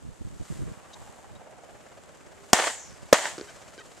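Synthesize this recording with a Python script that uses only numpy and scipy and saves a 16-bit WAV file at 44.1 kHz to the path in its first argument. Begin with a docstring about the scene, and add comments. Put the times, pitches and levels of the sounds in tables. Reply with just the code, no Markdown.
"""Two shots at a flushed bird

A game bird leaves a snowy thicket on whirring wings, each downstroke a puff of air, and a shotgun
fires twice. Each blast overloads the microphone, scatters back from bare trees and leaves a hiss that
falls as the pellets slow. Wind buffets the microphone, brush rustles and the handled gun knocks;
there are a few faint squeaks and chirps and a brief, distant hum."""
import sys
import numpy as np
from scipy import signal
from scipy.fft import rfft, irfft
from scipy.io import wavfile
from scipy.ndimage import uniform_filter1d

SR = 44100
rng = np.random.default_rng(int(sys.argv[2]) if len(sys.argv) > 2 else 0)


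def wav_record(signal):
    """Record a signal, one row per channel, as 16-bit PCM in the file named by sys.argv[1]."""
    frames = np.transpose(np.atleast_2d(signal))
    bounded = np.clip(frames, -1, 1)
    # unit amplitude maps onto the largest positive 16-bit level
    quanta = np.round(bounded * 32767).astype(np.int16)
    wavfile.write(sys.argv[1], SR, quanta)


N = 176400
T = np.arange(N) / SR

# shots (time [s], ring level [dB], ring frequency [Hz], crack [dB], scatter [dB], pellet hiss [dB])
SHOTS = [(2.5315, 1.5, 482, -5, -27.5, -42.5), (3.1278, 17, 554, -2, -32, -56.5)]
# strong reflections from trunks (time [s], level [dB])
TRUNK_ECHOES = [(2.5454, -23), (2.58, -37), (2.589, -20.5), (2.593, -26), (2.598, -15.5), (2.613, -34),
                (2.622, -22), (2.64, -22), (2.670, -19), (2.678, -25.5), (3.143, -14), (3.154, -23),
                (3.184, -22.5), (3.24, -30), (3.255, -21)]
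# wingbeat rate (time [s], rate [Hz])
WING_RATE = [(0, 17.7), (1.9, 17.75), (2.4, 17.1), (3, 16.85), (4, 16.9)]
# wing effort (time [s], air puff level [dB], feather level [dB])
WING_EFFORT = [(0, -80, -92), (.45, -63, -60), (.7, -53.5, -82), (1.0, -55.5, -75), (1.3, -55, -86),
               (1.6, -54, -66), (2.0, -55, -65), (2.4, -55.5, -65.5), (3.0, -57, -61.5), (3.6, -54.5, -57),
               (4, -57, -59)]
# hollow band in the wingbeats, sinking as the bird climbs (time [s], centre [Hz], level [dB])
HOLLOW_BAND = [(0, 1514, -93), (.7, 1210, -64.5), (1.0, 892.6, -55), (1.3, 721.8, -56), (1.6, 631.6, -53),
               (2.0, 591.6, -61), (2.5, 572.7, -71.5), (4, 554.4, -59.5)]
# gusts on the microphone (time [s], duration [s], level [dB])
GUSTS = [(0.015, 0.12, -34), (0.2, 0.031, -30.5), (0.241, 0.05, -31), (0.294, 0.085, -33),
         (0.396, 0.035, -26.5), (.5, 0.039, -27), (0.544, .045, -30.5), (.583, .07, -25.5),
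         (0.651, 0.081, -27), (.95, 0.16, -49), (1.269, 0.13, -44), (2.854, 0.1, -48), (3.002, 0.073, -53),
         (3.324, 0.03, -41)]
# knocks on the gun (time [s], level [dB])
KNOCKS = [(3.3807, -24), (3.3866, -30), (3.397, -27.5), (3.4116, -24.5), (3.779, -34)]
# modes of the gun (frequency [Hz], level [dB], time to fall 60 dB [s])
GUN_MODES = [(356, -10, 0.041), (446, -5.5, 0.023), (412.7, -20.5, 0.26), (620, -26, .012),
             (1470, -12, 0.011)]
# squeaks, probably the bird (time [s], duration [s], pitch [Hz], level [dB])
SQUEAKS = [(3.479, 0.023, 776, -49), (3.782, 0.02, 778, -46.5), (3.805, 0.017, 631, -51)]
# thin chirps (time [s], duration [s], level [dB])
CHIRPS = [(0.929, 0.02, -46.5), (1.351, .022, -61.5)]
# rustle of the brush (time [s], level [dB])
RUSTLE_LEVEL = [(0, -62.5), (.3, -59.5), (.42, -57), (.52, -50.5), (.64, -55), (.85, -59), (1.03, -55),
                (1.2, -59), (1.5, -63.5), (1.8, -60.5), (2.3, -61.5), (2.5, -56), (3, -58.5), (3.45, -54),
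                (3.7, -59), (4, -56.5)]
# left microphone port relative to right (frequency [Hz], level [dB])
PORT_BALANCE = [(100, -0.5), (220, -2), (700, -1.5), (1300, 0), (2400, 1), (4400, 2), (8000, 0),
                (15000, -0.5)]
# spectra of the sources and reflections (frequency [Hz], relative level [dB])
CRACK_SPECTRUM = [(200, 0.5), (600, 12), (2000, 1), (4000, -6), (6000, 3), (7600, -1), (10000, -14.5),
                  (16000, -31)]
BRANCH_SPECTRUM = [(60, -45), (150, -41), (270, -12.5), (450, -8.5), (650, -1), (950, -2.5), (1400, -8),
                   (1850, 1), (2500, -16), (3100, -7.5), (5300, -31), (16000, -70)]
TWIG_SPECTRUM = [(300, -40), (1200, -16), (2000, -3), (2500, -2.5), (3200, -2.5), (5300, -4), (7400, 3),
                 (8500, -2.5), (10000, -11.5), (13000, -22.5), (16000, -34)]
ECHO_SPECTRUM = [(100, -51), (300, -14.5), (650, 2), (1200, -3.5), (2000, -3.5), (3500, -13), (8000, -11),
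                 (16000, -69)]
PUFF_SPECTRUM = [(150, -8.5), (400, -4.5), (620, 4.5), (900, -6), (1500, -5.5), (3000, -15), (8000, -66)]
FEATHER_SPECTRUM = [(500, 3), (1800, 0), (4000, -4), (7500, 0), (10000, -13.5), (16000, -32)]
GUST_SPECTRUM = [(20, 0), (50, 3), (110, -2), (180, -4.5), (300, -14), (600, -29), (2000, -64), (8000, -64)]
FLUTTER_SPECTRUM = [(100, -20), (350, 1), (550, -6.5), (800, -14), (1500, -30), (6000, -60)]
TICK_SPECTRUM = [(300, -10), (1500, -1), (3000, -9), (5000, -2), (7500, -13), (16000, -45)]
SQUEAK_SPECTRUM = [(700, -32), (1250, 1.5), (1600, 2.5), (1900, 3.5), (2400, -9), (3100, -3.5), (4000, -8),
                   (7000, -22)]
CHIRP_SPECTRUM = [(2000, -43), (3000, -11), (3550, -10), (3780, 5), (4050, -10), (4740, -12), (5300, -14),
                  (5800, -13), (6400, -7), (7000, -15), (10000, -45), (16000, -70)]
RUSTLE_SPECTRUM = [(530, -35), (900, 5.5), (1880, 2), (2570, -4), (2790, -1), (5550, -4), (7400, 3.5),
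                   (14400, -19), (16000, -38)]
AIR_SPECTRUM = [(35, -37), (60, 3), (113, -0.5), (168, -1), (346, -1.5), (540, -1), (803, -4), (1380, -10),
                (4030, -22), (5720, -21.5), (7400, -22), (13900, -49.5), (16000, -51)]


def muzzle_blasts():
    """Impulse excitation: a shock front cracks and the muzzle pulse briefly rings the microphone."""
    out, crack = 0, noise(CRACK_SPECTRUM, width=0.24)
    for start, ring_db, ring_hz, crack_db, _, _ in SHOTS:
        age = np.maximum(T - start, 0)
        ring_envelope = undb(ring_db) * burst(start, 0.00052, hold_s=0.0049) * np.exp(-age / 0.0024)
        ring = -ring_envelope * np.sin(2 * np.pi * ring_hz * age + np.pi / 4)
        thump = np.sin(2 * np.pi * 228 * age) * burst(start, 0.0027)
        crack_envelope = undb(crack_db) * burst(start, 0.0011, hold_s=0.0043)
        shock_envelope = undb(5.5) * burst(start + 0.00031, 0.00079)
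        out += ring + thump + (crack_envelope + shock_envelope) * crack
    return out


def thicket_scatter():
    """Diffuse scattering: branches crackle and twigs hiss until the blast leaves the thicket."""
    crossing_s, sag_db_per_s = 0.148, 19
    branch_db_per_s, twig_db_per_s = 212, 151
    branches = noise(BRANCH_SPECTRUM, width=0.28, grain=0.93)
    twigs = noise(TWIG_SPECTRUM, width=0.64)
    out = 0
    for start, _, _, _, scatter_db, _ in SHOTS:
        age = np.maximum(T - start, 0)
        beyond = np.maximum(age - crossing_s, 0)
        scatter = branches * undb(-branch_db_per_s * beyond) + twigs * undb(-1.5 - twig_db_per_s * beyond)
        near = undb(-20.5) * np.exp(-age / 0.027)
        far = undb(scatter_db - sag_db_per_s * age)
        out += (T >= start) * np.hypot(near, far) * scatter  # the powers add
    return out


def trunk_echoes():
    """Discrete reflection: trunks return the blasts as short, delayed slaps."""
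    envelope = sum(undb(db) * burst(start, 0.0056) for start, db in TRUNK_ECHOES)
    slaps = envelope * noise(ECHO_SPECTRUM, width=0.25)
    return cut(cut(slaps, 4000, "low"), 330, "high")


def field_reverberation():
    """Exponential decay: each blast rolls on faintly over the field."""
    decay_db_per_s = 23.5
    envelope = sum((T >= start) * undb(-47 - decay_db_per_s * (T - start)) for start, *_ in SHOTS)
    return envelope * noise(ECHO_SPECTRUM, width=0.35)


def pellets():
    """Aerodynamic noise: the hiss of the shot cloud falls in pitch as it slows."""
    peak_s, spread_s, fall_hz_per_s = 0.18, 0.11, 8020
    out = 0
    for start, *_, hiss_db in SHOTS:
        past_peak = T - start - peak_s
        centre_hz = np.clip(7600 - fall_hz_per_s * past_peak, 3000, 9000)
        envelope = (T >= start) * undb(hiss_db) * np.exp(-0.5 * (past_peak / spread_s) ** 2)
        out += envelope * noise_band(centre_hz, bandwidth_hz=1650, width=0.47)
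    return out


def wings():
    """Amplitude modulation: each downstroke pulses a puff of air, a hollow band and a feather flick."""
    beats = np.cumsum(curve(WING_RATE)) / SR
    beats -= np.interp(1.247, T, beats)  # one downstroke falls at 1.247 s
    stroke = np.cos(2 * np.pi * beats) - 1
    strength = undb(0.8 * rng.standard_normal(128))[np.round(beats).astype(int)]  # one gain per beat
    puff = unit(strength * (0.8 + np.exp(2.1 * stroke))) * noise(PUFF_SPECTRUM, width=0.53, grain=0.52)
    band = noise_band(curve(HOLLOW_BAND), bandwidth_hz=403, width=0.26)
    hollow = unit(strength * (0.44 + np.exp(1.9 * stroke))) * band
    flick = unit(strength * np.exp(1.6 * stroke)) * noise(FEATHER_SPECTRUM, width=0.13, grain=0.66)
    return (undb(curve(WING_EFFORT)) * puff
            + undb(curve(HOLLOW_BAND, column=2)) * hollow
            + undb(curve(WING_EFFORT, column=2)) * flick)


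def wind():
    """Wind pressure drives the two ports in antiphase; a brighter flutter grows with its square."""
    breeze_db, port_gains = -53.5, np.array([[-0.84], [1]])
    force = undb(breeze_db) + sum(undb(db) * swell(start, length) for start, length, db in GUSTS)
    rumble = force * noise(GUST_SPECTRUM, width=0.21, grain=1.49) * port_gains
    flutter = force ** 2 * undb(3) * noise(FLUTTER_SPECTRUM, width=1.0, grain=1.05)
    return rumble + flutter


def gun_knocks():
    """Damped modal vibration: the handled gun rings dully, with a small tick at each knock."""
    out, tick = 0, undb(-7) * noise(TICK_SPECTRUM, width=0.38)
    for start, knock_db in KNOCKS:
        age = np.maximum(T - start, 0)
        ring = sum(undb(db - 60 * age / t60) * np.sin(2 * np.pi * hz * age) for hz, db, t60 in GUN_MODES)
        out += undb(knock_db) * (ring + tick * burst(start, 0.00091))
    return cut(cut(out, 210, "high"), 7000, "low")


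def bird_calls():
    """Frequency modulation: harmonic squeaks arch and waver; chirps mix a wavering whistle with noise."""
    waver = 1 + 0.015 * unit(cut(rng.standard_normal(N), 300, "low"))
    squeaks, arch_depth = 0, 0.12
    for start, length, pitch_hz, db in SQUEAKS:
        from_middle = np.clip((T - start) / length, 0, 1) - 0.5
        phase = 2 * np.pi * np.cumsum(pitch_hz * waver * (1 - arch_depth * from_middle ** 2)) / SR
        tone = sum(undb(spectrum_db(SQUEAK_SPECTRUM, k * pitch_hz)) * np.sin(k * phase)
                   for k in range(1, 9))
        squeaks += undb(db) * swell(start, length) * tone
    chirp_envelope = sum(undb(db) * swell(start, length) for start, length, db in CHIRPS)
    whistle = undb(-3) * np.sin(2 * np.pi * 3780 * np.cumsum(waver) / SR)
    return squeaks + chirp_envelope * (whistle + noise(CHIRP_SPECTRUM, width=0.27))


def brush():
    """Random impulses: the small clicks of dry stalks merge into a rustle."""
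    stalks = cut(noise(RUSTLE_SPECTRUM, width=0.48, grain=0.77), 620, "high")
    return undb(curve(RUSTLE_LEVEL)) * stalks


def field_air():
    """Stationary noise: the air of the field is a steady, wide background."""
    return undb(-55) * noise(AIR_SPECTRUM, width=1.0)


def distant_hum():
    """Narrowband noise: a band a few hertz wide is heard as a faint, brief tone."""
    return undb(-60) * swell(start=2.33, length=0.2) * noise_band(400, bandwidth_hz=11, width=0.2)


def undb(db):
    """Amplitude ratio of a level in decibels."""
    return 10 ** (np.asarray(db) / 20)


def unit(x):
    """Normalisation to an rms of 1."""
    return x / np.sqrt(np.mean(x ** 2))


def curve(rows, column=1):
    """Linear interpolation of one column over time."""
    rows = np.array(rows)
    return np.interp(T, rows[:, 0], rows[:, column])


def spectrum_db(spectrum, hz):
    """Interpolation of level on a log-frequency axis."""
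    frequencies, db = np.array(spectrum).T
    return np.interp(np.log(hz + 1), np.log(frequencies), db)


def noise(spectrum, width, grain=0.0):
    """Spectral shaping of mid and side noise; width spreads it in stereo, grain breaks it into clicks."""
    sizes = np.exp(grain * rng.standard_normal(N))
    white = rng.standard_normal((2, N)) * sizes
    gain = undb(spectrum_db(spectrum, np.fft.rfftfreq(N, 1 / SR)))
    mid, side = unit(irfft(rfft(white) * gain, N))
    return unit(mid + width * side * np.array([[1], [-1]]))


def noise_band(centre_hz, bandwidth_hz, width):
    """Quadrature modulation shifts low-passed noise to a fixed or moving centre."""
    flat = [(20, 0), (16000, 0)]
    a, b = (cut(noise(flat, width), bandwidth_hz / 2, "low", order=3) for _ in range(2))
    phase = 2 * np.pi * np.cumsum(centre_hz * np.ones(N)) / SR
    return unit(a * np.sin(phase) + b * np.cos(phase))


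def burst(start, decay_s, hold_s=0):
    """Transient envelope: instant attack, hold, exponential decay."""
    return (T >= start) * np.exp(-np.maximum(T - start - hold_s, 0) / decay_s)


def swell(start, length):
    """Rounded envelope: the smoothed square root of a half sine."""
    progress = np.clip((T - start) / length, 0, 1)
    return uniform_filter1d(np.sqrt(np.abs(np.sin(np.pi * progress))), size=90)


def cut(x, hz, kind, order=2):
    """Maximally flat low-pass or high-pass filtering."""
    return signal.sosfilt(signal.butter(order, hz, kind, fs=SR, output="sos"), x + 1e-18)


def scene():
    """Superposition: the pressures of all sources add at the microphone."""
    gunfire = muzzle_blasts() + thicket_scatter() + trunk_echoes() + field_reverberation() + pellets()
    return gunfire + wings() + wind() + brush() + field_air() + gun_knocks() + bird_calls() + distant_hum()


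def record(dry):
    """Saturation: after its two ports colour the sound, the microphone clips and trims bass and top."""
    ceiling, low_cut_hz, top_hz = 0.73, 65, 15900
    balance_db = spectrum_db(PORT_BALANCE, np.fft.rfftfreq(N, 1 / SR))
    ports = irfft(rfft(dry) * undb(np.array([balance_db, -balance_db]) / 2), N)
    clipped = ceiling * np.tanh(ports / ceiling)
    thinned = cut(clipped, low_cut_hz, "high", order=1)
    return signal.sosfilt(signal.ellip(8, 0.2, 70, top_hz, fs=SR, output="sos"), thinned)


dry = scene()
out = record(dry)
wav_record(out)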